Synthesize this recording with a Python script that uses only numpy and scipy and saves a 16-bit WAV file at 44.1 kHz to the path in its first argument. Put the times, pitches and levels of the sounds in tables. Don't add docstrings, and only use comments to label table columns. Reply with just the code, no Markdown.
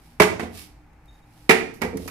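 import sys
import numpy as np
from scipy import signal
from scipy.fft import rfft, irfft
from scipy.io import wavfile
from scipy.ndimage import uniform_filter1d

SR = 44100
rng = np.random.default_rng(int(sys.argv[2]) if len(sys.argv) > 2 else 0)


def to_wav(sig):
    pcm = np.clip(np.atleast_2d(sig), -1, 1) * 32767
    pcm = np.round(pcm).astype(np.int16)
    wavfile.write(sys.argv[1], SR, pcm.T)


def makeup_ratio(level_db):
    decades = np.asarray(level_db, float) / 20
    return 10 ** decades


N = 92610
T = np.arange(N) / SR
FREQS = np.maximum(np.arange(N // 2 + 1) * SR / N, 1)


def curve(points, hz):
    points = np.array(points)
    return np.interp(np.log(hz), np.log(points[:, 0]), points[:, 1])


def level(x, db):
    return x * makeup_ratio(db) / np.sqrt(np.mean(x ** 2))


def colour(x, points):
    cepstrum = irfft(curve(points, FREQS) * np.log(10) / 20, N)
    cepstrum[1:N // 2] *= 2
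    cepstrum[N // 2 + 1:] = 0
    return irfft(rfft(x) * np.exp(rfft(cepstrum)), N)


def stereo_noise(alike_hz):
    mid, side = rfft(rng.standard_normal((2, N)))
    share = FREQS / (FREQS + alike_hz)
    return np.array([mid + share * side, mid - share * side]) / np.sqrt(1 + share ** 2)


def ring(modes, longest_s, scatter_db=3.0):
    hz, db, t60 = np.array(modes).T[:, :, None]
    t = T[:int(min(1.5 * longest_s, 0.5) * SR)]
    scatter = scatter_db * rng.standard_normal((2, len(modes)))
    sign = np.where(hz.T > 600, (-1.0) ** np.arange(len(modes)), 1)
    gain = sign * makeup_ratio(db.T + scatter)
    decay = 1000.0 ** (-t / np.minimum(t60, longest_s))
    return gain @ (np.sin(2 * np.pi * hz * t) * decay)


def outdoor_air():
    # pitch_hz, level_db (per Hz)
    air_spectrum = [(20, -13.5), (55, -11.5), (90, -16), (300, -24), (550, -29.5), (850, -29), (2400, -33),
                    (3200, -45), (16000, -55)]
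    return level(irfft(stereo_noise(920) * makeup_ratio(curve(air_spectrum, FREQS)), N), -57)


def hum():
    # pitch_hz, width_hz, level_db
    hum_bands = [(52.7, 8, 1.5), (118, 12, -8.5), (159.8, 16, -12), (237.2, 14, -14), (301.6, 14.3, -9),
                 (820, 150, -20.5)]
    bands = sum(makeup_ratio(db) / (1 + ((FREQS - hz) / (width / 2)) ** 2) for hz, width, db in hum_bands)
    return level(irfft(stereo_noise(900) * bands, N), -55)


def garage(x):
    # pitch_hz, t60_s
    reverb_times = [(60, 1), (250, 0.6), (1000, 0.42), (2500, 0.4), (6000, 0.44), (15000, 0.27)]
    wet_db, alike_hz, rise_s = -8.5, 201.1, 0.003
    noise, tail = stereo_noise(alike_hz), 0
    for hz in 45 * 2 ** np.arange(0, 9, 0.5):
        band = np.cos(np.clip(np.log2(FREQS / hz) * 2, -1, 1) * np.pi / 2) ** 2
        tail = tail + irfft(noise * band, N) * 1000.0 ** (-T / curve(reverb_times, hz))
    tail = tail * (1 - np.exp(-T / rise_s))
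    tail = tail / np.sqrt(np.sum(tail ** 2) / 2)
    return x + makeup_ratio(wet_db) * signal.fftconvolve(x, tail, axes=1)[:, :N]


def right_of_centre(x):
    # pitch_hz, level_db
    side_difference = [(60, -6.5), (125, -2), (250, -0.5), (500, -5.5), (1000, -3.5), (2200, -10),
                       (4400, -1), (8000, -4), (13000, -12.5)]
    lag_s = 0.00017
    tilt = makeup_ratio(curve(side_difference, FREQS) / 2)
    sides = np.array([tilt * np.exp(-2j * np.pi * FREQS * lag_s), 1 / tilt])
    return irfft(rfft(x) * sides, N)


def scuffs():
    # peak_s, rise_s, fall_s, level_db
    strokes = [
        (.06, 0.079, 0.13, -64),
        (.55, 0.015, .015, -54.5),
        (.585, 0.0124, 0.017, -49.5),
        (0.61, 0.068, 0.053, -47.5),
        (1.17, 0.12, 0.037, -72),
        (1.42, 0.14, 0.12, -63.5),
        (2.031, 0.053, 0.15, -51),
    ]
    # pitch_hz, level_db (per Hz)
    scuff_spectrum = [(710, -46), (1200, 3), (1380, -9), (2130, -2), (5240, 0.5), (6370, -5), (11100, -3),
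                      (13700, -9), (16000, -17)]
    flutter_db = 2.2 * uniform_filter1d(rng.standard_normal(N), 150) * 10
    grit = rng.standard_normal((2, N)) * makeup_ratio(flutter_db)
    shape = 0
    for peak_s, rise, fall, db in strokes:
        shape = shape + makeup_ratio(db) * np.exp(-((T - peak_s) / np.where(T < peak_s, rise, fall)) ** 2)
    return level(colour(grit, scuff_spectrum), 0) * shape


def ticks():
    # start_s, level_db, fade_s
    touches = [
        (.2, -24, .002),
        (.933, -57, 0.0011),
        (1.058, -51, 0.0009),
        (1.494, -40, 0.004),
        (1.739, -47, 0.033),
        (1.819, -21.5, 0.002),
        (1.971, -29, 0.0043),
        (2.047, -54, 0.0017),
        (2.077, -29, 0.0078),
    ]
    # pitch_hz, level_db (per Hz)
    tick_spectrum = [(2000, -28), (5000, 0.5), (9000, -5.5), (11500, -0.5), (14000, -8.5), (16000, -16.5)]
    out = np.zeros((2, N))
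    for s, db, fade_s in touches:
        t = T - s
        noise = colour(rng.standard_normal((2, N)), tick_spectrum)
        out += makeup_ratio(db) * noise * (t > 0) * np.exp(-np.abs(t) / fade_s)
    return out


def loose_head():
    # start_s, length_s, lower_mode_db, upper_mode_db
    slips = [
        (1.078, 0.03, -57, -73),
        (1.105, 0.018, -63.5, -75.5),
        (1.121, .017, -61.5, -75),
        (1.136, .015, -65, -72),
        (1.149, 0.014, -60.5, -68.5),
        (1.166, .032, -70, -80),
        (1.213, 0.02, -76.5, -79),
        (1.224, .024, -69, -84),
    ]
    head_hz = (3735, 6670)
    edge_s, start_flat, settle_s = 0.007, 0.044, 0.0052
    waver = 1 + 0.0082 * 20 * uniform_filter1d(rng.standard_normal(N), size=400)
    waver = waver - start_flat * np.exp(-np.abs(T - slips[0][0]) / settle_s)
    modes = np.sin(2 * np.pi * np.cumsum(np.outer(head_hz, waver), axis=1) / SR)
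    gates = [np.clip(np.minimum(T - s, s + length - T) / edge_s, 0, 1) for s, length, *_ in slips]
    strengths = makeup_ratio(np.array(slips)[:, 2:].T) @ np.array(gates)
    return np.sum(strengths * modes, axis=0)


def steel_face():
    # start_s, level_db
    face_contacts = [
        (0.2, -29),
        (0.2042, -25),
        (1.4951, -20.5),
        (1.508, -24),
    ]
    # pitch_hz, level_db, t60_s
    face_modes = [(4460, 4.5, 0.0095), (6600, -1, 0.0064), (9060, -3.5, 0.023), (10775, -2, 0.02),
                  (13060, -4.5, .012)]
    out = np.zeros((2, N))
    for s, db in face_contacts:
        face, at = ring(face_modes, 0.05), int(s * SR)
        out[:, at:at + face.shape[1]] += makeup_ratio(db) * face
    return out


def carcass_booms():
    # start_s, level_db, pitch_hz, t60_s
    pushes = [(0.199, -23, 46.04, .06), (.21, -53, 111, 0.15), (0.439, -30, 84.8, 0.13),
              (1.492, -32, 45.5, .06), (1.521, -36.5, 126.8, 0.34), (1.87, -26, 89, 0.105),
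              (2.0, -34, 89, 0.28), (.207, -12.5, 425, .09), (.229, -17.5, 425, 0.16),
              (.399, -27.5, 345, .12), (.402, -29, 421, 0.11), (1.503, -11, 440.5, 0.077),
              (1.504, -12.5, 368.5, .08), (1.822, -25, 503, 0.089), (1.94, -22, 271, .1),
              (1.94, -23, 437.6, .1), (1.941, -28, 193, .1)]
    out = np.zeros(N)
    for s, db, hz, t60 in pushes:
        t = np.maximum(T - s, 0)
        swell = 1 - np.exp(-20 * t / t60)
        out += makeup_ratio(db) * np.sin(2 * np.pi * hz * t) * 1000.0 ** (-t / t60) * swell
    return out


def edge_modes(edge, count=20):
    low_hz, high_hz = edge[0][0], edge[-1][0]
    hz = low_hz + (high_hz - low_hz) * (np.arange(count) + rng.random(count)) / count
    t60_s = 0.014
    return np.array([hz, curve(edge, hz), t60_s + 0 * hz]).T


def boards():
    # pitch_hz, level_db, t60_s
    side_body = [(194, -15, 0.11), (231, -2, 0.062), (285, -12, 0.033), (354, 5.5, 0.046),
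                 (422.7, 5.5, 0.079), (430, -10, 0.045), (613, -11, 0.035), (679, -4, 0.067),
                 (826, -5.5, 0.04), (931, -4.5, 0.08)]
    rebound_body = [(129.5, -14, 0.03), (191, -0.5, 0.3), (238, 1, .1), (287, -1, 0.086), (359, 2, 0.16),
                    (425, 1.5, 0.24), (470, -11, 0.11), (727, 3, 0.055)]
    back_body = [(181, -21.5, 0.033), (269, -7, .1), (326, -11, 0.081), (372, -1, 0.24), (444, -4.5, 0.068),
                 (550, -17, 0.017), (671.4, -6.5, 0.19), (804, -5, 0.048), (896, -11, 0.14)]
    shelf_body = [(201, -17.5, 0.28), (259, 3.5, 0.038), (366, -9.5, 0.098), (455, 1.5, 0.11),
                  (481, -3, 0.094), (591, -22.5, 0.1), (726, -2, 0.055), (822, -4, 0.039), (923, -4, 0.023)]
    loose_body = [(187, -5, 0.27), (278.3, 4.5, 0.2), (345, 4, 5.0), (455, -1, 0.34), (539, -50, 0.25),
                  (760, -14, 0.18), (860, -45, 5.0)]
    # pitch_hz, level_db
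    side_edge = [(950, 4), (1260, 2), (1700, -2), (2060, 8.5), (2450, 5), (2900, -17)]
    back_edge = [(950, -9), (1300, -6), (1600, -6), (2000, 8), (2400, 6.5), (3000, -8.5)]
    shelf_edge = [(950, 3.5), (1300, 6), (1650, -5), (1860, 6.5), (2400, 7), (3000, -23)]
    pairs = [(side_body, side_edge), (rebound_body, side_edge), (back_body, back_edge),
             (shelf_body, shelf_edge), (loose_body, shelf_edge)]
    return [(body, edge_modes(edge)) for body, edge in pairs]


def knock(start_s, body_db, edge_db, crack_db, rattle_s, body, edge):
    t = T[:SR // 4]
    chance = rng.random((2, len(t)))
    fade = np.exp(-t / min(rattle_s, 0.03))
    taps = (chance[0] < 0.02) * (2 * chance[1] - 1) * fade * 0.63
    taps[0] = 1
    out, at = np.zeros((2, 2, 2 * N)), int(start_s * SR)
    for db, modes in ((body_db, body), (edge_db, edge)):
        sound = signal.fftconvolve(taps[None], ring(modes, 0.075), axes=1)
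        out[0, :, at:at + sound.shape[1]] += makeup_ratio(db) * sound / np.abs(sound).max()
    noise = rng.standard_normal((2, len(t))) * 0.34
    out[1, :, at:at + len(t)] = makeup_ratio(crack_db) * (noise + 1.1 * taps) * fade
    return out[:, :, :N]


def cabinet():
    # start_s, body_db, edge_db, crack_db, rattle_s
    contacts = [(0.1989, -22.5, -16, -16.5, 0.0036), (0.2002, -14, -2.5, -4.5, 0.0059),
                (.202, 0, -8, -9.5, 0.014), (.2055, -9.5, -13.5, -6.5, 0.0075),
                (.213, -12.5, -27, -21, .01), (.219, -26, -6, -4.5, .016), (.233, -20, -26, -13.5, 0.01),
                (0.396, -22.5, -28, -23, 0.021), (0.43, -21.5, -61, -32, .034),
                (1.4919, -23.5, -16, -13.5, .004), (1.4943, -2, -0.5, -3.5, .006),
                (1.4985, -6, -2, -8, 0.011), (1.508, -13, -5.5, -4, .012),
                (1.519, -18.5, -11, -14.5, 0.014), (1.534, -31, -19, -18.5, .01),
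                (1.551, -18, -25, -23, .006), (1.699, -41, -56, -47, 0.019), (1.812, -34, -46, -35, .004),
                (1.817, -18.5, -21, -21, 0.01), (1.822, -17.5, -17.5, -23, 0.015),
                (1.835, -15, -26, -24.5, 0.014), (1.848, -15, -33, -30.5, .015),
                (1.864, -24, -47, -35, 0.01), (1.932, -25, -62, -62, 0.0072),
                (1.943, -26, -65, -62, 0.0083), (1.958, -21, -65, -62, 0.0048),
                (1.974, -43, -43, -34.5, .008), (2.0, -28.5, -74, -59, .01), (2.023, -34.5, -74, -54, .006),
                (2.034, -36, -73, -56, 0.013), (2.059, -29, -71, -57, .006),
                (2.079, -52, -28.5, -29, 0.015)]
    # pitch_hz, level_db (per Hz)
    crack_spectrum = [(60, -36.5), (150, -25.5), (400, -12.5), (700, -3), (2300, -7), (3300, -13),
                      (10900, -24), (16000, -38.5)]
    struck = boards()
    board_changes_s = [0.3, 1, 1.8, 1.9]
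    wood, crack = sum(knock(*row, *struck[np.searchsorted(board_changes_s, row[0])]) for row in contacts)
    high_pass = signal.butter(2, 110, "high", fs=SR, output="sos")
    return signal.sosfilt(high_pass, wood) + makeup_ratio(15.5) * colour(crack, crack_spectrum) + carcass_booms()


def scene():
    contacts = cabinet() + scuffs() + ticks() + steel_face()
    return right_of_centre(garage(contacts)) + outdoor_air() + hum() + loose_head()


def roll_off(x):
    return signal.sosfilt(signal.butter(12, 16270, fs=SR, output="sos"), x)


def record(dry):
    low_pass = signal.butter(12, 15250, fs=SR, output="sos")
    x = signal.sosfilt(low_pass, dry)
    mix = np.clip(np.tanh(0.89 * x) / 0.77, -1, 1)
    return roll_off(mix)


dry = scene()
out = record(dry)
to_wav(out)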